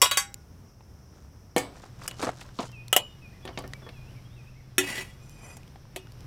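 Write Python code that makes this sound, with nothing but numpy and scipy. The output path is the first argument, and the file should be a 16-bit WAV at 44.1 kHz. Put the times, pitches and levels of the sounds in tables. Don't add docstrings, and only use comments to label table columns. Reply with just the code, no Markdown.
import sys
import numpy as np
from scipy import signal
from scipy.fft import rfft, irfft, next_fast_len
from scipy.io import wavfile
from scipy.ndimage import uniform_filter1d

SR = 44100
rng = np.random.default_rng(int(sys.argv[2]) if len(sys.argv) > 2 else 0)


def makeup_ratio(level_db):
    decades = np.asarray(level_db, float) / 20
    return 10 ** decades


def wrap_up_sound(samples):
    columns = np.atleast_2d(samples).T
    tamed = np.clip(columns, -1, 1)
    steps = np.round(tamed * 32767).astype(np.int16)
    wavfile.write(sys.argv[1], SR, steps)


N = 276066
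T = np.arange(N) / SR


# start_s, mid_db, bass_db, treble_db
CASING_BOUNCES = [(0.0174, -4.5, -22.5, -1), (0.0254, -15, -17, -21), (0.0574, -19.5, -23.5, -28),
                  (0.1129, -10, -25, -12.5), (0.1727, -10, -23, -8)]
# pitch_hz, relative_db, t60_s (at most 0.6 is used)
PLATE_MODES = [(594, -8, .12), (805, -16.5, 0.51), (945, -4.5, 0.12), (1010, -2.5, 0.17), (1120, 5.5, .14),
               (1447, -17.5, 0.48), (1700, -21, .12), (2056, -21.5, 0.067), (2280, -18.5, 0.087),
               (2160, -24.5, 0.39), (2670, -21.5, 0.21), (2830, -13.5, 0.07), (3256, -2, .19),
               (3366, -3, 0.13), (3640, -6.5, 0.2), (3856, -1, 0.27), (4593, 9.5, 0.13), (4587, -2.5, 0.22),
               (5630, -10, 0.27), (5420, 6, 0.13), (6330, -19.5, 0.23), (7240, 0.5, 0.074),
               (7690, -10, 0.21), (8380, -6.5, 0.15), (8900, -17, 0.14), (10200, -14, 0.1)]


def casing():
    return blows(CASING_BOUNCES, PLATE_MODES, fade_s=0.14, ring_db=-4, contact_s=0.0045, first_db=-1,
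                 crack_db=-4.5, bass_hz=463, crowd_db=-11.5, crowd_t60=0.21, top_db=-17.5)


# start_s, mid_db, bass_db, treble_db
LID_BLOWS = [(1.5635, -13, -8, -20), (1.5804, -22.5, -37, -20), (3.4526, -34.5, -29.5, -39),
             (3.4765, -32.5, -48, -46), (3.4894, -41.5, -31.5, -56), (3.575, -26, -25, -58),
             (3.5877, -36, -30.5, -36.5), (3.6394, -48, -35, -63), (3.8194, -57, -44, -63),
             (3.8655, -49, -37, -58), (3.89, -35.5, -39, -48)]
# pitch_hz, relative_db, t60_s (at most 0.6 is used)
LID_MODES = [(279, -16, 0.6), (383, 0.5, 0.28), (499, -8.5, 0.11), (570, -21, 0.51), (664, -1, 0.04),
             (752, -13, 0.28), (830, 3.5, 0.019), (1133, -6, 0.19), (1801, 9, 0.066), (2180, 6.5, 0.059),
             (2350, -6.5, 0.23), (2990, -17, 0.18), (8000, -13, 0.29)]


def lid():
    return blows(LID_BLOWS, LID_MODES, fade_s=0.4, ring_db=0, contact_s=0.024, crack_db=10,
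                 bass_hz=153, crowd_db=-12.5, crowd_t60=0.23, top_db=-30.5)


# start_s, mid_db, bass_db, treble_db
TONG_BLOWS = [(2.0785, -21.5, -34, -19), (2.1111, -31.5, -46, -37), (2.9284, -7.5, -16, -9),
              (2.9641, -3, -10, -5)]
# pitch_hz, relative_db, t60_s (at most 0.6 is used)
TONG_MODES = [(590, -17, 0.17), (754, 5, 0.04), (1307, 2.5, 0.095), (2500, -15.5, 0.22), (2880, -16.5, 0.5),
              (2895, 11, 0.043), (2947, -1.5, 0.28), (3150, -5.5, 0.2), (3290, 0.5, 0.08),
              (4340, -34, 0.079), (5030, 14, 0.041), (5700, -7, 0.072), (7250, -23.5, 0.3),
              (10500, -14, 0.18)]


def tongs():
    return blows(TONG_BLOWS, TONG_MODES, fade_s=0.14, ring_db=-4.5, contact_s=0.0026, crack_db=10,
                 bass_hz=433, crowd_db=-15.5, crowd_t60=0.088, top_db=-2.5)


# start_s, mid_db, bass_db, treble_db
CRUCIBLE_BLOWS = [(4.782, -6.5, -17.5, -8.5), (4.9794, -28, -32.5, -35), (5.5687, -39.5, -41.5, -39.5),
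                  (5.9617, -25, -30, -28.5)]
# pitch_hz, relative_db, t60_s (at most 0.6 is used)
CRUCIBLE_MODES = [(285.8, -0.5, 0.33), (376, 6.5, 0.2), (786, -2.5, 0.24), (1987, -3, 0.16),
                  (2290, -3.5, 0.072), (2564, 1.5, .2), (2840, -10.5, 0.9), (2980, -36, 0.25),
                  (3300, -18, 0.13), (3380, -6, 0.08), (4375, 0.5, 0.16), (4700, 6, 0.13), (5620, 6, 0.08),
                  (6480, 1, 0.13), (7270, -9, 0.12), (9440, -13, 0.056), (10000, -27, 0.033)]


def crucible():
    return blows(CRUCIBLE_BLOWS, CRUCIBLE_MODES, fade_s=.18, ring_db=-5, contact_s=0.0054, crack_db=-3.5,
                 bass_hz=270, crowd_db=-6, crowd_t60=0.13, top_db=-16)


# pitch_hz, relative_db
RUB_SPECTRUM = [(710, -53), (1200, -30), (1930, -9), (3950, -18.5), (4500, -21), (8170, -20), (9510, -16),
                (16000, -28)]
# centre_hz, width_hz, relative_db
JAW_BANDS = [(2480, 45, -2), (3080, 35, -15), (4900, 44, -11), (6020, 34, -8), (6990, 110, -13),
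             (7530, 78, -8), (8420, 69, -14), (9610, 36, -14), (9990, 86, -12), (11600, 69, -19),
             (12400, 67, -21)]
# full_level_s, held_s, level_db, rumble_over_hiss_db
SLIDE_STROKES = [(4.811, .18, -41.5, -3.5), (5.44, 0.089, -64.5, 12.5)]
# full_level_s, held_s, level_db
JAW_SQUEALS = [(5.241, .13, -63.5), (5.44, .105, -53)]


def slide():
    friction = rng.standard_normal(N) * makeup_ratio(2.2 * walk(150))
    rub = unit(colour(friction, RUB_SPECTRUM))
    t = T[:SR // 4]
    modes = np.r_[ringing(CRUCIBLE_MODES, t), crowd_of(t, db=-6, t60=.16, top_db=-12)]
    rung = 0
    for _ in range(3):
        push = rub * makeup_ratio(4.0 * walk(25))
        answer = makeup_ratio(6.0 * rng.standard_normal(len(modes))) @ modes
        rung = rung + unit(signal.fftconvolve(push, answer)[:N])
    hiss = rub + makeup_ratio(5) * unit(rung)
    hiss = hiss / np.std(band(hiss, 4200, 13700))
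    grind = unit(band(friction, 150, 1100))
    squeal = 0
    for hz, width_hz, db in JAW_BANDS:
        squeal = squeal + makeup_ratio(db) * unit(band(friction, hz - width_hz / 2, hz + width_hz / 2))
    squeal = squeal * makeup_ratio(1.0 * walk(40))
    out = np.zeros(N)
    for row in JAW_SQUEALS:
        out += swell(*row, rise_db_s=245, fall_db_s=400) * squeal
    for s, held_s, db, rumble_db in SLIDE_STROKES:
        out += swell(s, held_s, db, rise_db_s=182, fall_db_s=176) * (hiss + makeup_ratio(rumble_db) * grind)
    touching = T > CRUCIBLE_BLOWS[0][0]
    return touching * out


# start_s, level_db, pitch_hz
GRIT_TICKS = [(0.3425, -27.5, 7260), (.8078, -44.5, 850), (1.7696, -44, 700), (1.8383, -34.5, 790),
              (2.022, -44, 2500), (2.036, -40, 4800), (2.042, -39.5, 1220), (2.064, -40, 5000),
              (2.2911, -17.5, 714), (2.4906, -43.5, 1550), (2.717, -47, 4930), (2.882, -35, 4300),
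              (3.623, -48, 6100), (3.677, -40.5, 5560), (3.7351, -26.5, 1950), (5.2954, -45, 6030),
              (5.6323, -46, 2500), (5.678, -45.5, 3300), (5.758, -38, 790), (5.853, -47.5, 1030),
              (6.0705, -44, 1470), (6.1207, -45.5, 4580), (6.2068, -46, 5000)]


def ticks():
    out, t = np.zeros(N + SR), T[:SR // 20]
    for s, db, hz in GRIT_TICKS:
        puff = band(rng.standard_normal(len(t)), hz / 4, hz * 3)
        fade_s = 1.87 / hz + 0.00086
        out[int(s * SR):][:len(t)] += makeup_ratio(db) * (np.sin(2 * np.pi * hz * t) + puff) * np.exp(-t / fade_s)
    return out[:N]


# full_weight_s, held_s, level_db
FOOTFALLS = [(1.15, 0.077, -65.5), (1.76, 0.097, -56), (2.03, 0.047, -48), (2.223, 0.023, -36),
             (2.398, 0.017, -48.5), (2.61, 0.015, -41.5)]


def gravel():
    grains_per_s = np.array([[250], [1000]])
    sizes = makeup_ratio(3.7 * np.minimum(rng.exponential(size=(2, N)), 2.5))
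    sizes = sizes * (rng.random((2, N)) < grains_per_s / SR)
    body, grit = [signal.fftconvolve(size, np.exp(-T[:800] / fade_s))[:N] * rng.standard_normal(N)
                  for size, fade_s in zip(sizes, (.003, .0008))]
    crunch = unit(band(body, 220, 1460)) + makeup_ratio(-5.0) * unit(band(grit, 3000, 7700))
    weight = sum(swell(*step, rise_db_s=321, fall_db_s=219.5) for step in FOOTFALLS)
    return weight * crunch


# start_s, mid_db, bass_db, treble_db
STONE_BLOWS = [(2.1944, -38, -32, -68), (2.2272, -56, -20, -34.5), (2.2683, -48, -21.5, -46),
               (2.4113, -37, -67, -43), (2.5889, -29, -21.5, -46), (2.6294, -37, -34, -58)]


def stones():
    return blows(STONE_BLOWS, [], fade_s=0.24, crack_db=-6, bass_hz=134)


# start_s, end_after_s, from_hz, to_hz, level_db
BIRD_WHISTLES = [(2.664, 0.038, 2910, 3180, -60), (2.721, 0.1, 2800, 2482, -53),
                 (3.06, 0.086, 3620, 3610, -68.5), (3.215, 0.054, 2625, 2424, -55.5),
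                 (3.421, 0.037, 3400, 3380, -62), (3.524, .05, 3150, 2650, -61),
                 (3.732, 0.035, 2290, 2303, -56), (3.817, 0.081, 3500, 3330, -62),
                 (3.925, 0.11, 2830, 2456, -61), (3.918, 0.06, 4070, 4100, -70),
                 (4.062, 0.054, 2450, 3070, -62.5), (4.244, 0.032, 3230, 3290, -67),
                 (4.298, 0.056, 3370, 3780, -67), (4.358, 0.06, 2800, 2440, -62),
                 (4.465, 0.033, 2420, 2720, -60), (4.632, .09, 3430, 3450, -81),
                 (5.07, 0.064, 3450, 3320, -66.5)]
# start_s, top_hz, level_db
BIRD_ARCHES = [(3.321, 2050, -64), (4.141, 2320, -67.5), (4.549, 2250, -66), (5.399, 2470, -63)]


def bird():
    glide_s, arch_s, arch_dip = .05, .065, .17
    t = T[:SR // 4]
    notes = np.zeros(N)
    for s, length_s, from_hz, to_hz, db in BIRD_WHISTLES:
        pitch_hz = np.interp(t, [0, min(glide_s, length_s)], [from_hz, to_hz])
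        notes += whistle(s, length_s, pitch_hz, db)
    for s, top_hz, db in BIRD_ARCHES:
        pitch_hz = top_hz * (1 - arch_dip * np.minimum(2 * t / arch_s - 1, 1) ** 2)
        notes += whistle(s, arch_s, pitch_hz, db)
    notes = notes * makeup_ratio(1.9 * walk(70))
    t = T[:SR // 2]
    echo = rng.standard_normal(len(t)) * np.exp(-np.log(1000) * t / 0.78)
    return notes + makeup_ratio(-2.5) * signal.fftconvolve(notes, echo / np.linalg.norm(echo))[:N]


# centre_hz, width_hz, early_db, late_db
INSECT_BANDS = [(5550, 900, -68.5, -72)]


def insects():
    late = late_share()
    out = np.zeros(N)
    for hz, width_hz, early_db, late_db in INSECT_BANDS:
        chorus = unit(band(rng.standard_normal(N), hz - width_hz / 2, hz + width_hz / 2))
        out += makeup_ratio(early_db + late * (late_db - early_db) + 1.5 * walk(60)) * chorus
    return out


# time_s, level_db
MOTOR_LEVEL = [(1.72, -60), (1.81, -54), (3.5, -52.5), (4.6, -48), (5.1, -57.5), (6.26, -53.5)]


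def motor():
    pitch_hz = 124.4 + 4 * walk(8)
    hum = np.sqrt(2) * makeup_ratio(2.4 * walk(6)) * np.sin(2 * np.pi * np.cumsum(pitch_hz) / SR)
    time_s, level_db = np.transpose(MOTOR_LEVEL)
    return makeup_ratio(np.interp(T, time_s, level_db, -120, -120)) * hum


# pitch_hz, relative_db
EARLY_AIR = [(12, -49), (20, -19.5), (86, -0.5), (251, -16.5), (305, -19.5), (452, -22.5), (506, -24.5),
             (1180, -30), (4050, -44.5), (6000, -43), (7300, -46), (15200, -45.5), (16500, -58)]
# pitch_hz, relative_db
LATE_AIR = [(12, -51), (20, -4.5), (131, -3.5), (273, -17.5), (342, -18.5), (440, -22), (1210, -28.5),
            (2580, -33.5), (4530, -37.5), (5520, -33), (6530, -43.5), (15200, -45.5), (16500, -64)]


def rumble_and_air():
    early, late = [makeup_ratio(db + 1.3 * walk(7.1)) * unit(colour(rng.standard_normal(N), spectrum))
                   for spectrum, db in ((EARLY_AIR, -50), (LATE_AIR, -49))]
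    share = late_share()
    return (1 - share) * early + share * late


def late_share():
    return np.clip((T - 1.6) / .01, 0, 1)


# pitch_hz, relative_db
CLATTER_SPECTRUM = [(200, 0), (7000, -4), (11000, -12), (16000, -25)]


def blows(rows, modes, crack_db, bass_hz, fade_s, ring_db=0, contact_s=.003, crowd_db=-60, crowd_t60=.1,
          top_db=-12, first_db=3):
    fade_per_db, ring_per_db = 0.4, 0.65
    out, t = np.zeros(N + SR), T[:2 * SR // 5]
    if modes:
        body = np.r_[ringing(modes, t), crowd_of(t, crowd_db, crowd_t60, top_db)]
    for s, mid_db, bass_db, treble_db in rows:
        strength_db = max(mid_db, bass_db, treble_db)
        clatter_s = fade_s * makeup_ratio(fade_per_db * strength_db)
        noise = colour(rng.standard_normal(len(t)), CLATTER_SPECTRUM)
        ring = 0 * t
        if modes:
            contact = rng.standard_normal(SR // 10) * np.exp(-t[:SR // 10] / contact_s)
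            contact[0] = makeup_ratio(first_db) * np.linalg.norm(contact)
            contact = contact / np.linalg.norm(contact)
            woken = makeup_ratio(2.5 * rng.standard_normal(len(body))) @ body
            ring = makeup_ratio(ring_db + ring_per_db * strength_db) * signal.fftconvolve(woken, contact)[:len(t)]
        ranges = ((bass_hz, 1200., bass_db, 1.4, 0),
                  (1200., 4500., mid_db, 1.05, 1),
                  (4500., 17000., treble_db, .8, 1))
        for lo_hz, hi_hz, peak_db, last, sharp in ranges:
            fade = np.exp(-np.log(1000) * t / max(clatter_s * last, .01))
            crack = sharp * makeup_ratio(crack_db) * np.exp(-t / 0.0035)
            part = band(noise * (fade + crack) + ring, lo_hz, hi_hz)
            peak = np.sqrt(2 * uniform_filter1d(part ** 2, size=130).max())
            out[int(s * SR):][:len(t)] += makeup_ratio(peak_db) * part / peak
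    return out[:N]


def ringing(modes, t):
    hz, db, t60 = np.transpose(modes)[:, :, None]
    detune, phase = rng.standard_normal((2, len(modes), 1))
    twin = np.sin(2 * np.pi * hz * (1 + .008 * detune) * t + phase)
    pair = np.sin(2 * np.pi * hz * t) + makeup_ratio(-4.5) * twin
    return makeup_ratio(db) * pair * np.exp(-np.log(1000) * t / np.minimum(t60, .6))


def crowd_of(t, db, t60, top_db):
    hz = rng.uniform(700, 15500, size=125)
    level_db = db + top_db * (hz / 15500) ** 2 - 5.0 * np.maximum(np.log2(2800 / hz), 0)
    return ringing(np.c_[hz, level_db, t60 * (3000 / hz) ** .3], t)


def whistle(s, length_s, pitch_hz, db):
    out, t = np.zeros(N), T[:len(pitch_hz)]
    edge = uniform_filter1d(1. * (t > .005) * (t < length_s), size=400)
    tone = np.sqrt(2) * makeup_ratio(db) * np.sin(2 * np.pi * np.cumsum(pitch_hz) / SR)
    out[int(s * SR):][:len(t)] = edge * tone
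    return out


def swell(s, held_s, db, rise_db_s, fall_db_s):
    return makeup_ratio(db - rise_db_s * np.maximum(s - T, 0) - fall_db_s * np.maximum(T - s - held_s, 0))


def walk(rate):
    k = int(SR / rate)
    held = np.repeat(rng.standard_normal(N // k + 1), k)
    return unit(uniform_filter1d(uniform_filter1d(held, k), k)[:N])


def unit(x):
    return x / np.sqrt(np.mean(x ** 2) + 1e-30)


def colour(x, points):
    hz, db = np.transpose(points)
    size = next_fast_len(len(x))
    log_hz = np.log(np.arange(size // 2 + 1) * SR / size + 1)
    return irfft(rfft(x, size) * makeup_ratio(np.interp(log_hz, np.log(hz), db)), size)[:len(x)]


def band(x, lo_hz, hi_hz):
    sos = signal.butter(2, [lo_hz, min(hi_hz, .45 * SR)], "bandpass", fs=SR, output="sos")
    return signal.sosfilt(sos, x)


def scene():
    furnace = casing() + lid() + tongs() + crucible() + slide() + ticks()
    ground = gravel() + stones()
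    distance = bird() + insects() + motor() + rumble_and_air()
    return (furnace + ground + distance) * makeup_ratio([[.11], [-.11]])


def top_cut(x):
    return signal.sosfilt(signal.butter(12, 17160, fs=SR, output="sos"), x)


def record(dry):
    rounded = .95 * np.tanh(dry / .95)
    low_pass = signal.ellip(8, .2, 70, 16200, fs=SR, output="sos")
    mix = signal.sosfilt(low_pass, rounded)
    return top_cut(mix)


dry = scene()
out = record(dry)
wrap_up_sound(out)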